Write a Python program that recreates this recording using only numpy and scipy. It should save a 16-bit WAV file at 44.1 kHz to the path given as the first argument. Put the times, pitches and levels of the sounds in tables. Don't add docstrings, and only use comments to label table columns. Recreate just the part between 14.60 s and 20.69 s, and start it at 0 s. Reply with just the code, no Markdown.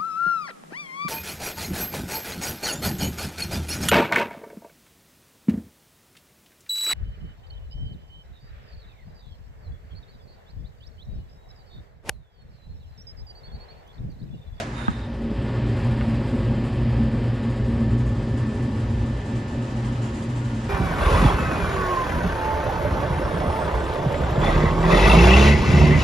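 import sys
import numpy as np
from scipy import signal
from scipy.fft import rfft, irfft
from scipy.io import wavfile
from scipy.ndimage import uniform_filter1d, map_coordinates

SR = 44100
rng = np.random.default_rng(int(sys.argv[2]) if len(sys.argv) > 2 else 0)


def nominal_scale(level):
    x = np.asarray(level, float) / 20
    return 10 ** x


def waveform_to_disk(signal):
    frames = np.transpose(np.atleast_2d(signal))
    scaled = np.clip(frames, -1, 1) * 32767
    samples = np.round(scaled).astype(np.int16)
    wavfile.write(sys.argv[1], SR, samples)


N = 268613
T = np.arange(N) / SR
HZ = np.maximum(np.fft.rfftfreq(N, 1 / SR), 1)

MOTOR_TONES = {(0, 1): -4.5, (0, 2): -13, (0, 3): -17, (0, 4): -16.5, (1, 2): -9, (2, 0): -13, (0, 5): -12.5, (2, 1): -19.5, (2, 2): -27, (3, 0): -13, (3, 1): -23, (4, -1): -23.5, (0, 9): -28, (4, 0): -38, (0, 10): -23, (4, 1): -17, (4, 2): -22.5, (6, -1): -27, (6, 0): -28.5, (7, 0): -28, (8, 3): -36}
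# time in seconds, level in dB.
HUM_LEVEL = [(0.0, -44.5), (0.29, -34), (0.39, -52), (0.85, -25.5), (1.56, -28), (1.61, -38.5),
             (1.91, -19.5), (1.95, -26), (2.09, -27.5), (2.14, -30.5), (2.19, -26), (2.31, -19.5),
             (2.54, -33), (2.75, -24), (3.09, -27.5), (3.21, -23.5), (3.9, -29), (3.92, -39), (4.02, -27.5),
             (4.51, -27), (4.61, -41), (4.8, -27.5), (4.87, -40), (5.04, -27.5), (5.09, -35), (5.17, -29.5),
             (5.44, -25.5), (5.56, -42), (5.78, -22.5), (6.09, -32.5)]
# time in seconds, level in dB.
WHINE_LEVEL = [(0.33, -63), (1.0, -53.5), (1.8, -55), (2.3, -53.5), (2.8, -54), (3.4, -51), (3.6, -54.5),
               (3.91, -49.5), (4.2, -54), (4.53, -50), (4.95, -51), (5.5, -56), (6.09, -57)]
# time in seconds, cabinet boom in dB, flue rumble in dB, rush of air in dB.
DRAFT_LEVELS = [(0.0, -38, -38.5, -41.5), (0.35, -38.5, -33.5, -44), (0.58, -35, -29.5, -44),
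                (0.66, -29.5, -33.5, -43.5), (0.8, -28, -27.5, -41), (1.25, -27, -25.5, -38.5),
                (1.6, -27.5, -26.5, -39), (1.9, -25, -25.5, -40), (2.25, -28.5, -22, -39.5),
                (2.5, -27, -24.5, -40), (3.2, -28.5, -26, -41), (3.5, -29.5, -27.5, -42),
                (4.6, -32, -29, -42), (4.9, -31.5, -28, -42), (5.3, -33, -30, -41.5), (5.7, -32, -31, -42),
                (6.09, -35, -32, -41.5)]
# frequency in Hz, width in Hz, relative level in dB.
FLUE_MODES = [(25, 48, -8), (59.6, 11, 5), (62.4, 11, -11.5), (99.6, 49, 0.5), (122.7, 25, -2.5)]
# frequency in Hz, width in Hz, relative level in dB.
CABINET_MODES = [(141.5, 41, -11.5), (191, 19, -19), (210, 39, -15.5), (222.6, 43, -10.5), (246.7, 22, -12),
                 (272, 18, -18.5), (290.6, 21.6, -10), (319, 24, -17.5), (348.5, 33, -17), (387, 20, -19),
                 (412.5, 9.9, -14), (432, 16, -21.5), (480, 49, -23.5), (551, 54, -22), (628, 22, -30)]
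# time in seconds, level in dB.
NARROW_BOOM_LEVEL = [(0.0, -47), (0.52, -35.5), (0.57, -67), (0.64, -24), (0.83, -43.5), (1.39, -25),
                     (1.44, -41), (1.49, -22), (1.71, -35.5), (1.75, -17.5), (1.8, -35), (1.93, -25.5),
                     (2.19, -34), (2.22, -22), (2.32, -49), (2.41, -22.5), (2.76, -39.5), (2.88, -20),
                     (2.92, -39), (2.95, -30.5), (3.24, -23.5), (3.31, -40), (3.34, -26), (3.7, -40),
                     (3.92, -27.5), (3.95, -46.5), (4.0, -27.5), (4.14, -41), (4.17, -36.5), (4.51, -31.5),
                     (4.63, -53), (4.7, -31.5), (5.9, -37.5), (6.09, -40)]
# frequency in Hz, relative level in dB per Hz.
RUSH_COLOUR = [(350, -39), (600, 2), (675, -6), (931, -2), (1060, -5), (1290, -8), (1360, -11.5),
               (1530, -10), (1810, -7), (1860, -10), (2200, -13.5), (2920, -13.5), (3700, -16.5),
               (4600, -19), (6200, -24.5), (8060, -55), (13600, -120)]
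# time in seconds, level in dB.
BRIGHT_LEVEL = [(0.5, -69), (0.8, -50.5), (1.2, -49.5), (2.0, -52), (2.9, -53.5), (3.5, -67), (3.9, -61),
                (4.3, -55.5), (6.09, -53.5)]
# frequency in Hz, width in Hz, relative level in dB.
BRIGHT_MODES = [(1900, 1000, -8.5), (2750, 1900, 3)]
# time in seconds, level in dB.
THIN_HISS_LEVEL = [(0.25, -62), (0.5, -70), (0.7, -65), (1.1, -59.5), (2.1, -59), (2.4, -60.5), (3.2, -61),
                   (4.5, -59), (5.0, -59.5), (5.3, -57), (6.09, -57)]
# frequency in Hz, relative level in dB per Hz.
THIN_HISS_COLOUR = [(3060, -17), (5200, -3), (5860, -4), (6570, 1.5), (7620, -2), (8830, -8.5), (9960, -9),
                    (10900, -14.5), (11400, -30.5), (13900, -28.5), (14600, -47), (22000, -120)]
# frequency in Hz, width in Hz, strength in dB.
PANEL_RIPPLES = [(775, 97, 2.5), (938, 18, 5), (1119, 15, 6.5), (1270, 36, 3), (1432, 21, 8.5),
                 (1617, 27, 2.5), (1895, 41, 1), (1972, 42, 2.5), (2073, 49, 3), (2350, 51, -1.5),
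                 (2580, 33, 1.5), (3130, 120, -1), (4850, 200, -1.5), (6750, 95, 0), (7670, 980, 1.5)]
# frequency in Hz, side minus mid in dB.
SIDE_COLOUR = [(60, -33.5), (110, -39), (190, -75), (340, -10.5), (600, -10), (1060, 2), (1890, -2),
               (3360, -7.5), (5970, -2.5), (10600, 4.5)]
# frequency in Hz, time to fall 60 dB in seconds,
# left level in dB, right level in dB, lag of the right in radians.
BODY_MODES = [(115, .07, -14, -5.5, 3.), (155, .09, -20, -13, 2.4), (215, .045, -10, -7.5, -1.4),
              (850, .02, -18, -12, 2.3), (1150, .012, -9, -5, 3.0), (1270, .055, -14, -17, 2.5),
              (1620, .025, -19, -18, 1.6), (2800, .01, -26, -20, 1.8), (3250, .01, -24, -18, 1.8)]
# frequency in Hz, width in Hz, relative level in dB.
SCUFF_MODES = [(1550, 1300, 10.5), (2500, 1300, -5), (3800, 400, -12), (5500, 2500, -33), (7070, 630, -7),
               (9600, 1500, -13)]
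# time in seconds, level in dB.
SQUEAL_LEVEL = [(0.1, -78), (0.15, -66), (0.17, -51), (0.19, -47), (0.25, -51), (0.285, -50), (0.306, -57),
                (0.34, -51.5), (0.43, -56), (0.5, -61), (0.6, -90)]
# frequency in Hz, width in Hz, relative level in dB.
SQUEAL_MODES = [(3675, 180, 0), (3900, 200, -9)]
# frequency in Hz, relative level in dB per Hz.
CLANK_COLOUR = [(300, -28), (430, 1), (540, -9), (610, 1.5), (690, 3.5), (790, -25), (1250, -14),
                (1800, -10.5), (2400, -13.5), (6200, -22.5), (10300, -36.5), (14400, -62), (22000, -120)]
# start in seconds, overall level in dB.
TICK_TIMES = [(1.4103, -32.5), (3.3094, -43)]
# delay after the tick in seconds, relative level in dB.
TICK_BOUNCES = [(0, 0), (.0055, -4), (.014, -14)]
# frequency in Hz, time to fall 60 dB in seconds, relative level in dB.
SHEET_MODES = [(825, .02, 5), (1230, .025, 3), (1480, .022, 4), (1800, .025, 0), (2180, .012, 4),
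               (2730, .01, 3), (3600, .008, -14)]
# frequency in Hz, gain in dB.
FOLDED_COLOUR = [(100, -0.6), (350, -2), (800, -0.1), (1500, 0), (2500, 0.5), (3800, -2.5), (5000, -0.5),
                 (6000, -10), (7500, -1), (10000, 2)]
# frequency in Hz, gain in dB.
LOW_BASS_CUT = [(20, -7), (43, -17), (50, -3.5), (56, -0.5), (200, -0.5)]
# frequency in Hz, relative level in dB per Hz.
NOISE_FLOOR_COLOUR = [(2500, -22), (4500, 0), (8000, -6), (11000, -11.5), (14300, -15), (15000, -57.5)]

MAINS_HUM_HZ, SHAFT_HZ, SHAFT_WANDER_HZ = 119.98, 51.9, 0.015
HUM_FLUTTER_DB, HUM_WANDER_RAD = 2.6, 0.8
BLADES = 34
NARROW_BOOM_HZ, NARROW_BOOM_WANDER_HZ = 228, 7
GUST_DB, GUST_PER_S = 1.1, 11
SPUTTER_DB, SPUTTER_PER_S = 6, 10.8
KNOCK_S = 0.2817
THUMP_LATE_S = 0.0022
SCUFF_S, SCUFF_DB, SCUFF_LEAD_DB = 0.16, -41, -49
SCUFF_ATTACK_S, SCUFF_HOLD_S, SCUFF_FADE_DB_PER_S = 0.0075, 0.06, -63.5
CLANK_DB, CLANK_T60_S = -27.5, 0.19
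FOLD_TAU_S, OPEN_S, OPEN_TAU_S = 0.22, 2.93, 1.54
NOISE_FLOOR_DB = -74.5


def curve(rows):
    s, *columns = np.transpose(rows)
    return [np.interp(T, s, c) for c in columns]


def shape(points):
    hz, db = np.transpose(points)
    return nominal_scale(np.interp(np.log(HZ), np.log(hz), db))


def rings(modes):
    power = 0
    for hz, width, db in modes:
        power = power + nominal_scale(db) ** 2 / (1 + (2 * (HZ - hz) / width) ** 2) ** 2
    return np.sqrt(power)


def noise(gain, side_db=0.):
    spread = [np.ones_like(HZ), shape(SIDE_COLOUR) * nominal_scale(side_db)]
    mid, side = irfft(rfft(rng.standard_normal((2, N))) * gain * spread, N)
    return np.array([mid, side]) / mid.std()


def walk(rate):
    k = int(SR / rate)
    held = np.repeat(rng.standard_normal(N // k + 1), k)
    return 1.278 * uniform_filter1d(uniform_filter1d(held, k), k)[:N]


def ring(start_s, hz, t60_s, lag=0.):
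    age = np.clip(T - start_s, 0, 1)
    swell = 1 - np.exp(-age * hz / .35)
    decay = np.exp(-np.log(1000) * age / t60_s)
    return swell * decay * np.sin(2 * np.pi * hz * age - lag)


def motor():
    hum_db, whine_db, boom_db = curve(HUM_LEVEL)[0], curve(WHINE_LEVEL)[0], curve(DRAFT_LEVELS)[0]
    shaft = 2 * np.pi * np.cumsum(SHAFT_HZ + SHAFT_WANDER_HZ * walk(3)) / SR
    mains = 2 * np.pi * MAINS_HUM_HZ * T
    hum = nominal_scale(hum_db + HUM_FLUTTER_DB * walk(18)) * np.cos(mains + HUM_WANDER_RAD * walk(14))
    whine = nominal_scale(whine_db + 0.53 * walk(4.6)) * np.sin(BLADES * shaft)
    out = hum + whine
    trend = nominal_scale(uniform_filter1d(boom_db, size=SR // 2))
    for (hum_order, shaft_order), db in MOTOR_TONES.items():
        level = trend * nominal_scale(db + 1.45 * walk(6))
        out += level * np.cos(hum_order * mains + shaft_order * shaft + 0.42 * walk(8))
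    return np.sqrt(2) * np.array([out, np.zeros(N)])


def sputter():
    turns = np.cumsum(SPUTTER_PER_S * (1 + 0.264 * walk(7.3))) / SR
    size = rng.uniform(.3, 1, 200)[turns.astype(int) % 200]
    sag = 1 - 2 * (turns % 1)
    return SPUTTER_DB * uniform_filter1d(size * sag, size=SR // 70)


def patchy(x, patchy_db, hz, seconds):
    f, t, z = signal.stft(x, SR, nperseg=512)
    field = rng.standard_normal((400, 800))
    places = np.meshgrid(f / max(hz, 60), t / max(seconds, .008), indexing="ij")
    db = map_coordinates(field, places, order=1)
    return signal.istft(z * nominal_scale(patchy_db * db), SR, nperseg=512)[1][..., :N]


def narrow_boom():
    level = nominal_scale(curve(NARROW_BOOM_LEVEL)[0] + 1.1 * walk(25.02))
    phase = 2 * np.pi * np.cumsum(NARROW_BOOM_HZ + NARROW_BOOM_WANDER_HZ * walk(22)) / SR
    return np.sqrt(2) * level * np.sin(phase)


def draft():
    boom_db, deep_db, rush_db = curve(DRAFT_LEVELS)
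    flutter, puffs_db = walk(30), sputter()
    boom = nominal_scale(boom_db + 0.74 * walk(9)) * noise(rings(CABINET_MODES))
    boom += nominal_scale(deep_db + 1.13 * walk(6)) * noise(rings(FLUE_MODES))
    boom[0] += narrow_boom()
    ripple = np.sqrt(1 + rings(PANEL_RIPPLES) ** 2)
    rush = nominal_scale(rush_db + 0.11 * puffs_db + 0.5 * flutter) * noise(shape(RUSH_COLOUR) * ripple)
    rush += nominal_scale(curve(BRIGHT_LEVEL)[0] + 0.3 * puffs_db) * noise(rings(BRIGHT_MODES) * ripple)
    hiss_db = curve(THIN_HISS_LEVEL)[0] + GUST_DB * walk(GUST_PER_S) + puffs_db + 1.0 * flutter
    hiss = nominal_scale(hiss_db) * noise(shape(THIN_HISS_COLOUR) * ripple)
    rush = patchy(rush, patchy_db=1.0, hz=236.0, seconds=.03)
    hiss = patchy(hiss, patchy_db=3.5, hz=87.9, seconds=0.1)
    return boom + rush + hiss


def knock():
    out = np.zeros((2, N))
    for hz, t60, left_db, right_db, lag in BODY_MODES:
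        start, sign = (KNOCK_S + THUMP_LATE_S, -1) if hz < 400 else (KNOCK_S, 1)
        left = nominal_scale(left_db) * ring(start, hz, t60)
        right = nominal_scale(right_db) * ring(start, hz, t60, lag)
        out += sign * np.array([left, right])
    return uniform_filter1d(out, size=9)


def scuff():
    mid, side = noise(rings(SCUFF_MODES), side_db=-3.0)
    bite = np.clip((T - SCUFF_S) / SCUFF_ATTACK_S, 0, 1)
    fade_db = SCUFF_FADE_DB_PER_S * np.clip(T - SCUFF_S - SCUFF_ATTACK_S - SCUFF_HOLD_S, 0, 2)
    rub_db = SCUFF_LEAD_DB + (SCUFF_DB - SCUFF_LEAD_DB) * bite + fade_db + 1.0 * walk(35)
    rub = nominal_scale(rub_db) * np.array([mid, side - 0.49 * mid])
    squeal_level = nominal_scale(curve(SQUEAL_LEVEL)[0] + 1.4 * walk(40))
    mid, side = squeal_level * noise(rings(SQUEAL_MODES), side_db=-1.0)
    return rub + np.array([mid, side - 0.56 * mid])


def clank():
    decay = np.exp(-np.log(1000) * T / CLANK_T60_S)
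    return nominal_scale(CLANK_DB) * decay * noise(shape(CLANK_COLOUR))


def ticks():
    out = np.zeros(N)
    for s, db in TICK_TIMES:
        for late, bounce_db in TICK_BOUNCES:
            for hz, t60, mode_db in SHEET_MODES:
                lag = rng.uniform(0, 2 * np.pi)
                out += nominal_scale(db + mode_db + bounce_db) * ring(s + late, hz, t60, lag)
    return np.array([out, 0.96 * out])


def fold_picture(mid, side):
    still_open = np.exp(-np.clip(T - KNOCK_S, 0, None) / FOLD_TAU_S)
    reopened = 1 - np.exp(-np.clip(T - OPEN_S, 0, None) / OPEN_TAU_S)
    width = still_open + reopened
    folded = irfft(rfft(mid) * shape(FOLDED_COLOUR), N)
    return width * mid + (1 - width) * folded, width * side


def scene():
    mid, side = motor() + draft() + scuff() + clank() + ticks()
    mid, side = fold_picture(mid, side)
    return np.array([mid + side, mid - side]) + knock()


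def noise_floor():
    floor = irfft(rfft(rng.standard_normal((2, N))) * shape(NOISE_FLOOR_COLOUR), N)
    return nominal_scale(NOISE_FLOOR_DB + 3.9 * walk(13)) * floor / floor.std()


def roll_off(x):
    return signal.sosfilt(signal.butter(12, 14600, fs=SR, output="sos"), x)


def record(dry):
    thinned = irfft(rfft(dry) * shape(LOW_BASS_CUT), N)
    mix = thinned + noise_floor()
    return roll_off(mix)


dry = scene()
out = record(dry)
waveform_to_disk(out)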